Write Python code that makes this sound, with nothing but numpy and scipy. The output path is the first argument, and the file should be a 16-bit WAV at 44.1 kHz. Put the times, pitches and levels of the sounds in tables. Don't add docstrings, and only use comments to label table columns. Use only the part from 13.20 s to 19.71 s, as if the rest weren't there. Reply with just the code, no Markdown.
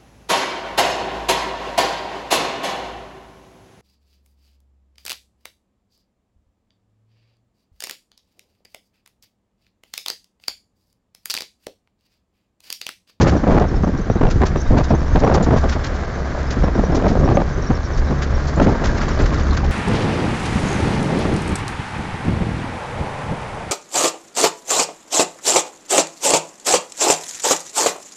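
import sys
import numpy as np
from scipy import signal
from scipy.fft import rfft, irfft, next_fast_len
from scipy.io import wavfile
from scipy.ndimage import uniform_filter1d, minimum_filter1d, map_coordinates

SR = 44100
rng = np.random.default_rng(int(sys.argv[2]) if len(sys.argv) > 2 else 0)


def store_wav(level_fs):
    pcm = np.round(np.clip(np.atleast_2d(level_fs), -1, 1) * 32767)
    wavfile.write(sys.argv[1], SR, pcm.T.astype(np.int16))


N = 287135
T = np.arange(N) / SR


def undb(db):
    return 10 ** (np.asarray(db) / 20)


def curve(rows):
    return np.interp(T, *np.transpose(rows))


def unit(x):
    return x / np.sqrt(np.mean(x ** 2) + 1e-18)


def colour(x, points):
    hz, db = np.transpose(points)
    size = next_fast_len(N + SR // 4)
    f = np.maximum(np.fft.rfftfreq(size, 1 / SR), 1)
    gain = undb(np.interp(np.log(f), np.log(hz), db)) * f / np.hypot(f, hz[0] / 2)
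    cepstrum = irfft(np.log(gain), size)
    cepstrum[1:size // 2] *= 2
    cepstrum[size // 2 + 1:] = 0
    return unit(irfft(rfft(x, size) * np.exp(rfft(cepstrum)), size)[:N])


def steady(x, evenness, span_s=.04):
    power = uniform_filter1d(x ** 2, int(span_s * SR)) + 1e-6
    return unit(x / power ** (evenness / 2))


def noise():
    return rng.standard_normal(N)


def drift(rate):
    step = max(int(SR / rate), 1)
    return unit(uniform_filter1d(np.repeat(noise()[:N // step + 1], step), step)[:N])


def kicks(rate, spread_db):
    gap, size, side = rng.random((N // 20, 3)).T
    at = (np.cumsum(.2 + 1.6 * gap) * SR / rate).astype(int)
    out = np.zeros(N)
    out[at[at < N]] = (np.sign(side - .5) * undb(spread_db * size))[at < N]
    return unit(out)


def burst(start_s, length_s, rise_s):
    age = np.maximum(T - start_s, 0)
    live = (age > 0) & (age < 4 * length_s)
    out = np.zeros(N)
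    out[live] = (1 - np.exp(-age[live] / rise_s)) * np.exp(-(age[live] / length_s) ** 2)
    return out


def held_swell(start_s, hold_s, rise_s=.0013, fall_s=.0079):
    age = np.maximum(T - start_s, 0)
    return (1 - np.exp(-age / rise_s)) * np.exp(-np.clip(age - hold_s, 0, 1) / fall_s)


def ping(start_s, hz, ring_s):
    out, on = np.zeros(N), slice(int(start_s * SR), int((start_s + ring_s) * SR))
    age = T[on] - T[on][0]
    out[on] = np.exp(-np.log(1000) * age / ring_s) * np.sin(2 * np.pi * hz * age)
    return out


# time_s, level_db
BODY_SHAKE = [(0, -26), (2.55, -24), (2.95, -33.5), (3.3, -30), (3.6, -21.5), (4.9, -29.5), (5.5, -26),
              (6.5, -23.5)]
# start_s, level_db
BUMPS = [(0.02, -13.5), (0.31, -14.5), (0.53, -18), (1.01, -10), (1.14, -8.5), (1.47, -9), (1.92, -8),
         (2.38, -15), (3.38, -15), (3.98, -10.5), (4.47, -18), (4.76, -13), (5.12, -15.5), (5.39, -13.5),
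         (5.64, -15), (6.01, -12.5), (6.43, -19)]
# pitch_hz, level_db
RUMBLE_COLOUR = [(8, -24.5), (16, 0), (32, 4.5), (50, -1.5), (75, -5), (120, -10.5), (250, -67)]

def rumble(level_db=3.5, evenness=.7):
    heave = colour(noise(), RUMBLE_COLOUR)
    jolts = sum(undb(db) * burst(start, length_s=.074, rise_s=.018) for start, db in BUMPS)
    strength = np.hypot(undb(curve(BODY_SHAKE)), jolts)
    return steady(heave, evenness, span_s=.1) * strength * undb(level_db)


# time_s, rate_hz
FIRING_RATE = [(0, 68.6), (1.8, 69.3), (4, 68.62), (5.4, 68.62), (6.5, 68.77)]
# time_s, level_db
ENGINE_LOUDNESS = [(0, -15), (1.16, -24.5), (1.65, -14), (2.03, -22), (2.39, -20.5), (3.0, -23),
                   (3.9, -24.5), (4.17, -19.5), (4.4, -22.5), (5.3, -15.5), (5.55, -28), (6.05, -17),
                   (6.5, -15.5)]
# times_firing_rate, level_db
ENGINE_TONES = [(.5, -22.5), (1, 4), (2, -6), (3.5, -20), (5, -30)]
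# time_s, boost_db
ENGINE_EDGE = [(0, -5.5), (2.5, -6), (4.4, -1.5), (5, 0), (5.6, 5), (6.5, -2)]

def engine(level_db=-3.5, waver=.022, flutter_db=2.8):
    firings = np.cumsum(curve(FIRING_RATE) * (1 + waver * drift(9))) / SR
    drone = 0
    for multiple, db in ENGINE_TONES:
        tone_db = db + flutter_db * drift(11) + (multiple > 1) * curve(ENGINE_EDGE)
        drone += undb(tone_db) * np.sin(2 * np.pi * (multiple * firings + rng.random()))
    return unit(drone) * undb(curve(ENGINE_LOUDNESS) + level_db)


# time_s, level_db
ROLL_LOUDNESS = [(0, -32.5), (0.55, -38), (1.25, -36.5), (2.5, -33), (4.55, -35), (5.95, -30), (6.5, -34)]
# pitch_hz, level_db
ROAD_COLOUR = [(50, -14.5), (80, -7), (110, -7.5), (250, -14), (400, -16.5), (650, -18.5), (850, -23),
               (1250, -22.5), (1600, -21.5), (2100, -29), (2700, -38), (3700, -39.5), (5000, -42.5),
               (7400, -51)]
# pitch_hz, level_db
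RATTLE_COLOUR = [(1500, -1.5), (2600, -0.5), (3400, 5.5), (4400, 9.5), (5500, 9.5), (6500, 7.5), (7500, -1)]

def tyres(level_db=6, grit_db=-6, flicker_db=.96, jiggle_db=-47, jiggle_growth=.94):
    roll = undb(curve(ROLL_LOUDNESS))
    crunch = noise() + undb(grit_db) * kicks(rate=300, spread_db=7.5)
    roar = colour(crunch, ROAD_COLOUR) * undb(flicker_db * drift(35))
    jiggle = colour(kicks(rate=1500, spread_db=19) * undb(2 * drift(49)), RATTLE_COLOUR)
    return roar * roll * undb(level_db) + jiggle * unit(roll) ** jiggle_growth * undb(jiggle_db)


# pitch_hz, level_db
GRAVEL_COLOUR = [(200, -15.5), (450, 4.5), (700, 3.5), (900, -2.5), (1200, 3.5), (1450, -12.5), (1600, 1),
                 (1750, -12), (2300, -19), (3000, -29), (7000, -31.5)]
# start_s, level_db, pitch_hz
STONES = [(5.546, -16, 1520), (5.634, -21, 1420), (5.692, -21, 1670), (5.769, -30, 818), (5.811, -16, 1350),
          (5.883, -15, 1060), (6.001, -19, 1550), (6.117, -21, 1100), (6.145, -22, 1400),
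          (6.177, -27, 1235), (6.267, -17, 1320), (6.325, -13.5, 1140), (6.375, -20, 1500),
          (6.433, -12, 786)]

def gravel(level_db=-2.5, stone_db=-5, bounce_db=-3, skip_s=.006, detune=.18):
    grit = colour(kicks(rate=130, spread_db=24), GRAVEL_COLOUR)
    out = grit * undb(curve(ROLL_LOUDNESS) + level_db)
    for start, db, hz in STONES:
        for skip, (late, off_pitch) in enumerate(rng.uniform(-.993, 1, (3, 2))):
            at = start + skip * skip_s * (1 + late / 2)
            pitch_hz = hz * (1 + detune * off_pitch * skip / 2)
            out += undb(db + stone_db + skip * bounce_db) * ping(at, pitch_hz, ring_s=.034)
    return out


# start_s, level_db
GRIT_TICKS = [(0.324, -29), (0.398, -20), (3.23, -26), (4.574, -26.5), (4.631, -30)]
# pitch_hz, level_db
CLANK_COLOUR = [(400, -4), (900, -4.5), (1500, 1.5), (2300, -5.5), (3200, -10.5), (6000, -25)]

def ticks(level_db=-8, spray_db=-53):
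    spray = colour(kicks(rate=28, spread_db=16), CLANK_COLOUR)
    clicks = sum(undb(db + level_db) * burst(at, length_s=.003, rise_s=.0003) for at, db in GRIT_TICKS)
    return clicks * colour(noise(), RATTLE_COLOUR) + undb(spray_db) * spray


# middle_s, level_db, pitch_hz
SQUEAKS = [(.177, -42, 5800), (.212, -55, 6240), (.479, -46, 6230), (.493, -41, 5450), (.566, -41, 5330),
           (.64, -44, 6300), (0.728, -51, 5380), (.778, -45, 5550), (.82, -44, 6150), (.915, -41, 5760),
           (.95, -44, 6200), (.98, -44, 3830), (1.087, -44, 5510), (1.289, -43, 5730), (1.384, -38, 5840),
           (1.41, -40, 6240), (1.47, -46, 3800), (1.655, -40, 3750), (1.705, -38, 5560), (1.756, -42, 6290),
           (1.801, -44, 5620), (1.872, -42.5, 5650), (1.935, -43, 6250), (2.055, -42, 5720),
           (2.352, -45, 5740), (2.519, -35, 5500), (2.612, -45, 5320), (2.955, -44, 6140),
           (3.094, -52, 6360), (3.281, -46, 5190), (3.447, -35, 5540), (3.554, -41, 5600),
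           (3.653, -40, 5790), (3.734, -41, 5320), (3.852, -44, 5500), (3.992, -44, 6200),
           (4.055, -37.5, 5570), (4.155, -37.5, 6250), (4.312, -44, 5500), (4.335, -42, 6120),
           (4.371, -45, 6270), (4.431, -45, 6200), (4.436, -39, 5600), (4.476, -40.5, 5600),
           (4.526, -44, 6310), (4.56, -38, 5530), (4.62, -47, 6300), (4.66, -36, 5580), (4.724, -44, 6100),
           (4.74, -41, 5500), (4.857, -43, 5360), (4.886, -42, 3860), (4.898, -45, 5530),
           (4.981, -45, 6310), (5.152, -40, 5600), (5.827, -39, 5780), (5.915, -40, 5540)]

def squeaks(level_db=-1, length_s=.038, bracket_db=-11, bracket_hz=3780, rub_db=-58, rub_hz=5900):
    scratch, slide = .027, .014
    wobble, grip = drift(900), unit(undb(3.8 * drift(260)))
    bracket = drift(500) * np.sin(2 * np.pi * bracket_hz * T)
    rubbing, wander = unit(undb(5 * drift(28))), .06 * drift(25)
    rub_pitch = rub_hz * (1 + wander + 2 * scratch * wobble)
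    out = undb(rub_db) * rubbing * grip * np.sin(2 * np.pi * np.cumsum(rub_pitch) / SR)
    for middle, db, hz in SQUEAKS:
        lean, stretch, shake = rng.uniform(-1, 1, 3)
        half_s = length_s * 2 ** (stretch / 4) / 2
        on = np.abs(T - middle) < half_s
        along = (T[on] - middle) / half_s
        pitch = hz * (1 + slide * lean * along + scratch * wobble[on])
        chirp = grip[on] * np.sin(2 * np.pi * np.cumsum(pitch) / SR)
        ring = undb(bracket_db + 2 * shake) * bracket[on]
        out[on] += undb(db + level_db) * np.cos(np.pi / 2 * along) * (chirp + ring)
    return out


# start_s, level_db, pitch_hz
CLINKS = [(2.2279, -24, 7050), (5.3607, -26, 7140), (5.8855, -29, 6880), (5.99, -22.5, 4320),
          (6.021, -33, 7200), (6.0421, -27, 4250), (6.176, -30, 4270), (6.231, -30, 6700),
          (6.3096, -22, 4160), (6.373, -26, 4480)]

def clinks(level_db=-4, ring_s=.038, click_db=-9):
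    buzz, hiss = unit(1 + drift(700)), colour(noise(), RATTLE_COLOUR)
    out = np.zeros(N)
    for start, db, hz in CLINKS:
        click = undb(click_db) / 2 * burst(start, length_s=.005, rise_s=.0005) * hiss
        out += undb(db + level_db) * (ping(start, hz, ring_s) * buzz + click)
    return out


# start_s, level_db, extra_clank_db, length_s
RATTLES = [(0.009, -14, 1.5, .022), (0.07, -24, 5, 0.035), (1.099, -24, 2, 0.024), (1.251, -24.5, 2, 0.028),
           (1.569, -28.5, 9, .03), (1.635, -25.5, -9, 0.022), (1.988, -29, -6, .022),
           (2.137, -20.5, 1, .023), (2.223, -25, -15, 0.027), (2.366, -25, 4, 0.021),
           (2.484, -24.5, 0.5, .026), (2.519, -30, 8, 0.029), (2.635, -27, 6, 0.037),
           (3.303, -25, 2, 0.029), (3.745, -23, -6, 0.027), (3.877, -27.5, 4, .028), (4.77, -28, 1, 0.024),
           (5.017, -25, 4, 0.026), (5.27, -26, -12, 0.025), (5.421, -26, 4, 0.027), (5.636, -25, 4, 0.044),
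           (5.769, -28, 4, 0.015), (5.81, -29.5, 9, 0.026), (5.881, -30, 5, .014), (5.99, -32, 9, 0.036),
           (6.054, -26, 5, 0.016), (6.121, -32, 6, 0.027), (6.267, -32, 2, .009), (6.326, -30, 6, 0.029),
           (6.366, -26, 6, .017), (6.44, -36, 8, 0.021)]

def rattles(level_db=-4.5, rough_db=-53.5, rough_clank_db=5.5, tap_db=-33, tap_count=140):
    chatter = colour(kicks(rate=1700, spread_db=8), RATTLE_COLOUR)
    clank = colour(kicks(rate=600, spread_db=12), CLANK_COLOUR)
    clumps = steady(undb(2.5 * drift(160)), evenness=1)
    rough_start_s, rough_length_s = 5.75, .75
    shaking = held_swell(rough_start_s, rough_length_s) * undb(rough_db + 4 * drift(32))
    lowest_hz, octaves, spread_db, treble_db = 950, 2.6, 11, -11.5
    taps = np.zeros(N)
    for when, height, size in rng.random((tap_count, 3)):
        tap = ping(rough_start_s + when * rough_length_s, lowest_hz * 2 ** (octaves * height), .015)
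        taps += undb(spread_db * size + treble_db * height) * tap
    out = shaking * (chatter + undb(rough_clank_db) * clank)
    for start, db, clank_db, length in RATTLES:
        shower = undb(db + level_db) * burst(start, length, rise_s=.006)
        out += shower * (chatter + undb(clank_db) * clank)
    return out * clumps + undb(tap_db) * taps


# start_s, level_db, pitch_hz, crack_db, fade_s
WIND_BLASTS = [(0.068, 0.5, 584, -12.5, 0.052), (0.273, -5, 450, -34, 0.042), (0.642, -9, 563, -28, 0.05),
               (0.9, 1.5, 498, -33, 0.038), (1.011, -6, 340, -24, 0.044), (1.031, -2, 407, -28, 0.047),
               (1.069, -8.5, 600, -17, 0.027), (1.218, -13.5, 750, -8, 0.081), (1.226, -9.5, 820, -22, .04),
               (1.359, -10, 480, -17, 0.036), (1.52, -16, 560, -17, 0.06), (1.71, -7, 614, -18, 0.052),
               (1.959, 5, 470, -18.5, 0.04), (2.036, -7.5, 580, -16, 0.067), (2.098, -6, 600, -21, 0.056),
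               (2.31, -8, 520, -24, 0.05), (2.44, -6, 555, -18, 0.037), (2.998, -20, 560, -20, .05),
               (3.149, -16, 640, -30, .08), (3.176, -17, 600, -28, .08), (3.199, -18, 400, -30, .07),
               (3.438, -9.5, 540, -17, 0.052), (3.637, -3, 465, -31, 0.047), (3.823, -11, 566, -16, 0.064),
               (3.867, -3, 604, -20, 0.062), (3.954, -3, 530, -25, 0.04), (3.973, -10, 440, -30, 0.05),
               (4.077, -10, 720, -22, .05), (4.1, -8, 260, -15.5, 0.034), (4.171, 0, 570, -17, 0.1),
               (4.202, -12, 620, -20, 0.059), (5.399, -7, 658, -18, 0.055), (5.418, -5, 517, -24, 0.043),
               (5.47, -.5, 400, -19, 0.057), (5.546, -12, 480, -28, .055)]
# times_pitch, level_db, share_of_fade_time
BLAST_TONES = [(0.469, -6, 0.45), (1, 1, 0.37), (1.299, -2.5, 0.25), (2.1, -11.5, 0.37), (3.3, -22, 0.22)]

def wind_blasts(level_db=2, crack_trim_db=-2, crack_s=.0033):
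    out, hiss = np.zeros(N), colour(noise(), CLANK_COLOUR)
    for start, db, hz, crack_db, fade_s in WIND_BLASTS:
        on = (T > start) & (T < start + 2 * fade_s)
        age = T[on] - start
        ring = 0
        for multiple, tone_db, share in BLAST_TONES:
            fade = np.exp(-np.log(1000) * age / (fade_s * share))
            ring += undb(tone_db) * fade * np.sin(2 * np.pi * hz * multiple * age)
        ring *= 1 - np.exp(-2 * hz * age)
        crack = undb(crack_db + crack_trim_db) * np.exp(-age / crack_s) * hiss[on]
        out[on] += undb(db + level_db) * (ring + crack)
    return out


# start_s, level_db
BUFFETS = [(0.023, 4.5), (0.058, 0), (0.229, -5), (0.51, -6), (0.733, -11.5), (0.786, -6.5), (0.865, -12),
           (0.898, -2), (0.957, -15), (1.116, -6), (1.157, -4), (1.303, -6.5), (3.367, -6), (3.587, -2.5),
           (4.096, -1), (4.123, -4), (4.376, -3), (4.497, -4), (5.413, -2), (5.461, 1)]
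# pitch_hz, level_db
WIND_COLOUR = [(30, -13.5), (70, 1), (120, 2.5), (180, 2), (280, -1.5), (450, -7.5), (800, -24.5),
               (1500, -43.5), (3000, -56), (7500, -63)]
# pitch_hz, level_db
SWIRL_COLOUR = [(200, -25.5), (420, 6.5), (650, 7.5), (1000, 0), (1600, -10.5), (2600, -22.5),
                (4000, -28.5), (7500, -42)]

def buffets(thump_db=-9, slap_db=-21):
    thump, slap = 0, 0
    for start, db in BUFFETS:
        push = burst(start, length_s=.022, rise_s=.0015)
        thump += undb(db + thump_db) * push
        slap += undb(db + slap_db) * push ** 2
    swirls = kicks(rate=800, spread_db=10)
    return thump * colour(swirls, WIND_COLOUR) + slap * colour(swirls, SWIRL_COLOUR)


# time_s, level_db
DRAUGHT = [(0, -19.5), (0.85, -28.5), (2.35, -27), (2.8, -34.5), (3.35, -29), (3.9, -19), (4.6, -29.5),
           (5.6, -23), (6.5, -23)]
# start_s, length_s, roar_db, tearing_compared_to_roar_db
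GUSTS = [(0, 0.0099, -8, -2), (0.023, 0.023, -10.5, -8), (.048, 0.037, -12, -6),
         (0.119, 0.053, -11.5, -7.5), (0.234, 0.0087, -13.5, -5.5), (0.268, 0.064, -11.5, -3),
         (0.334, 0.051, -9.5, -5), (0.395, 0.031, -12, 0), (0.425, 0.03, -15.5, -5.5),
         (0.539, 0.0089, -14.5, -10), (0.632, 0.0066, -11.5, -5.5), (0.668, 0.028, -12.5, -9.5),
         (0.744, 0.0075, -18.5, -9), (0.954, 0.016, -13, -12), (1.009, 0.0076, -10.5, -7.5),
         (1.028, 0.023, -9.5, -9), (1.064, 0.021, -12, -7), (1.208, 0.036, -12, -7.5),
         (1.354, 0.017, -12.5, -13), (1.504, 0.058, -9, -13.5), (1.554, 0.057, -11, -7),
         (1.703, 0.044, -8, -8.5), (1.95, 0.026, -9.5, -7), (2.01, 0.014, -15.5, -8),
         (2.027, 0.058, -13, -1.5), (2.098, 0.085, -14, -1.5), (2.198, 0.04, -14.5, -6.5),
         (2.262, 0.03, -14, -7.5), (2.305, 0.04, -9, -8.5), (2.357, 0.015, -11, -5),
         (2.433, 0.027, -15.5, -3.5), (2.552, 0.015, -14, -8.5), (3.433, 0.012, -10.5, -8),
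         (3.469, 0.023, -16.5, -3), (3.549, 0.015, -10, -12.5), (3.577, 0.022, -13, -8),
         (3.683, 0.026, -16, -9.5), (3.718, 0.076, -13.5, -6), (3.832, 0.05, -12, -5.5),
         (3.897, 0.023, -12, -11), (3.926, 0.012, -12, -10), (3.962, 0.017, -15, -9),
         (3.993, 0.067, -11.5, -12), (4.066, 0.051, -12, -6), (4.108, 0.016, -10.5, -6),
         (4.139, 0.033, -16, -9), (4.185, 0.034, -14, -5), (4.502, 0.011, -12, -8),
         (4.894, 0.035, -14, -11.5), (5.368, 0.023, -13.5, -7.5), (5.394, .028, -10, -6.5),
         (5.427, .026, -12.5, -17), (5.462, 0.03, -7, -9), (5.506, 0.024, -15, -8), (5.538, 0.019, -17, -8),
         (5.613, 0.038, -15, -10.5), (5.99, 0.034, -15.5, -9)]

def wind(roar_db=-1.8, tear_db=-2.3, draught_tear_db=-13, draught_swing_db=1.5):
    smooth_db, ragged_db, flutter_octaves, evenness = -9, 2.4, .14, .4
    roar_level = undb(curve(DRAUGHT) + draught_swing_db * drift(16))
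    tear_level = roar_level * undb(draught_tear_db)
    for start, length, db, bright_db in GUSTS:
        gust = undb(db) * held_swell(start, length)
        roar_level = np.maximum(roar_level, gust)
        tear_level = np.maximum(tear_level, gust * undb(bright_db))
    swirls = kicks(rate=520, spread_db=14)
    speed = drift(170)
    churn = (swirls + undb(smooth_db) * noise()) * undb(ragged_db * speed / 2)
    roar = steady(colour(churn, WIND_COLOUR), evenness)
    tear = colour(swirls + undb(smooth_db) * noise(), SWIRL_COLOUR)
    position = np.cumsum(2 ** (flutter_octaves * speed))
    tear = map_coordinates(tear, [position], mode="mirror") * undb(ragged_db * speed)
    return roar * roar_level * undb(roar_db) + steady(tear, evenness) * tear_level * undb(tear_db)


def scene():
    driving = engine() + rumble() + tyres() + gravel() + ticks()
    return (driving + wind() + buffets() + wind_blasts() + rattles() + clinks() + squeaks())[None]


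def record(dry):
    ceiling, hold_s, top_hz = .7, .003, 7500
    size = int(hold_s * SR)
    allowed_gain = np.minimum(1, ceiling / (np.abs(dry) + 1e-9))
    gain = uniform_filter1d(minimum_filter1d(allowed_gain, size), size)
    treble_cut = signal.ellip(10, .2, 80, top_hz, fs=SR, output="sos")
    return signal.sosfilt(treble_cut, dry * gain)


dry = scene()
out = record(dry)
store_wav(out)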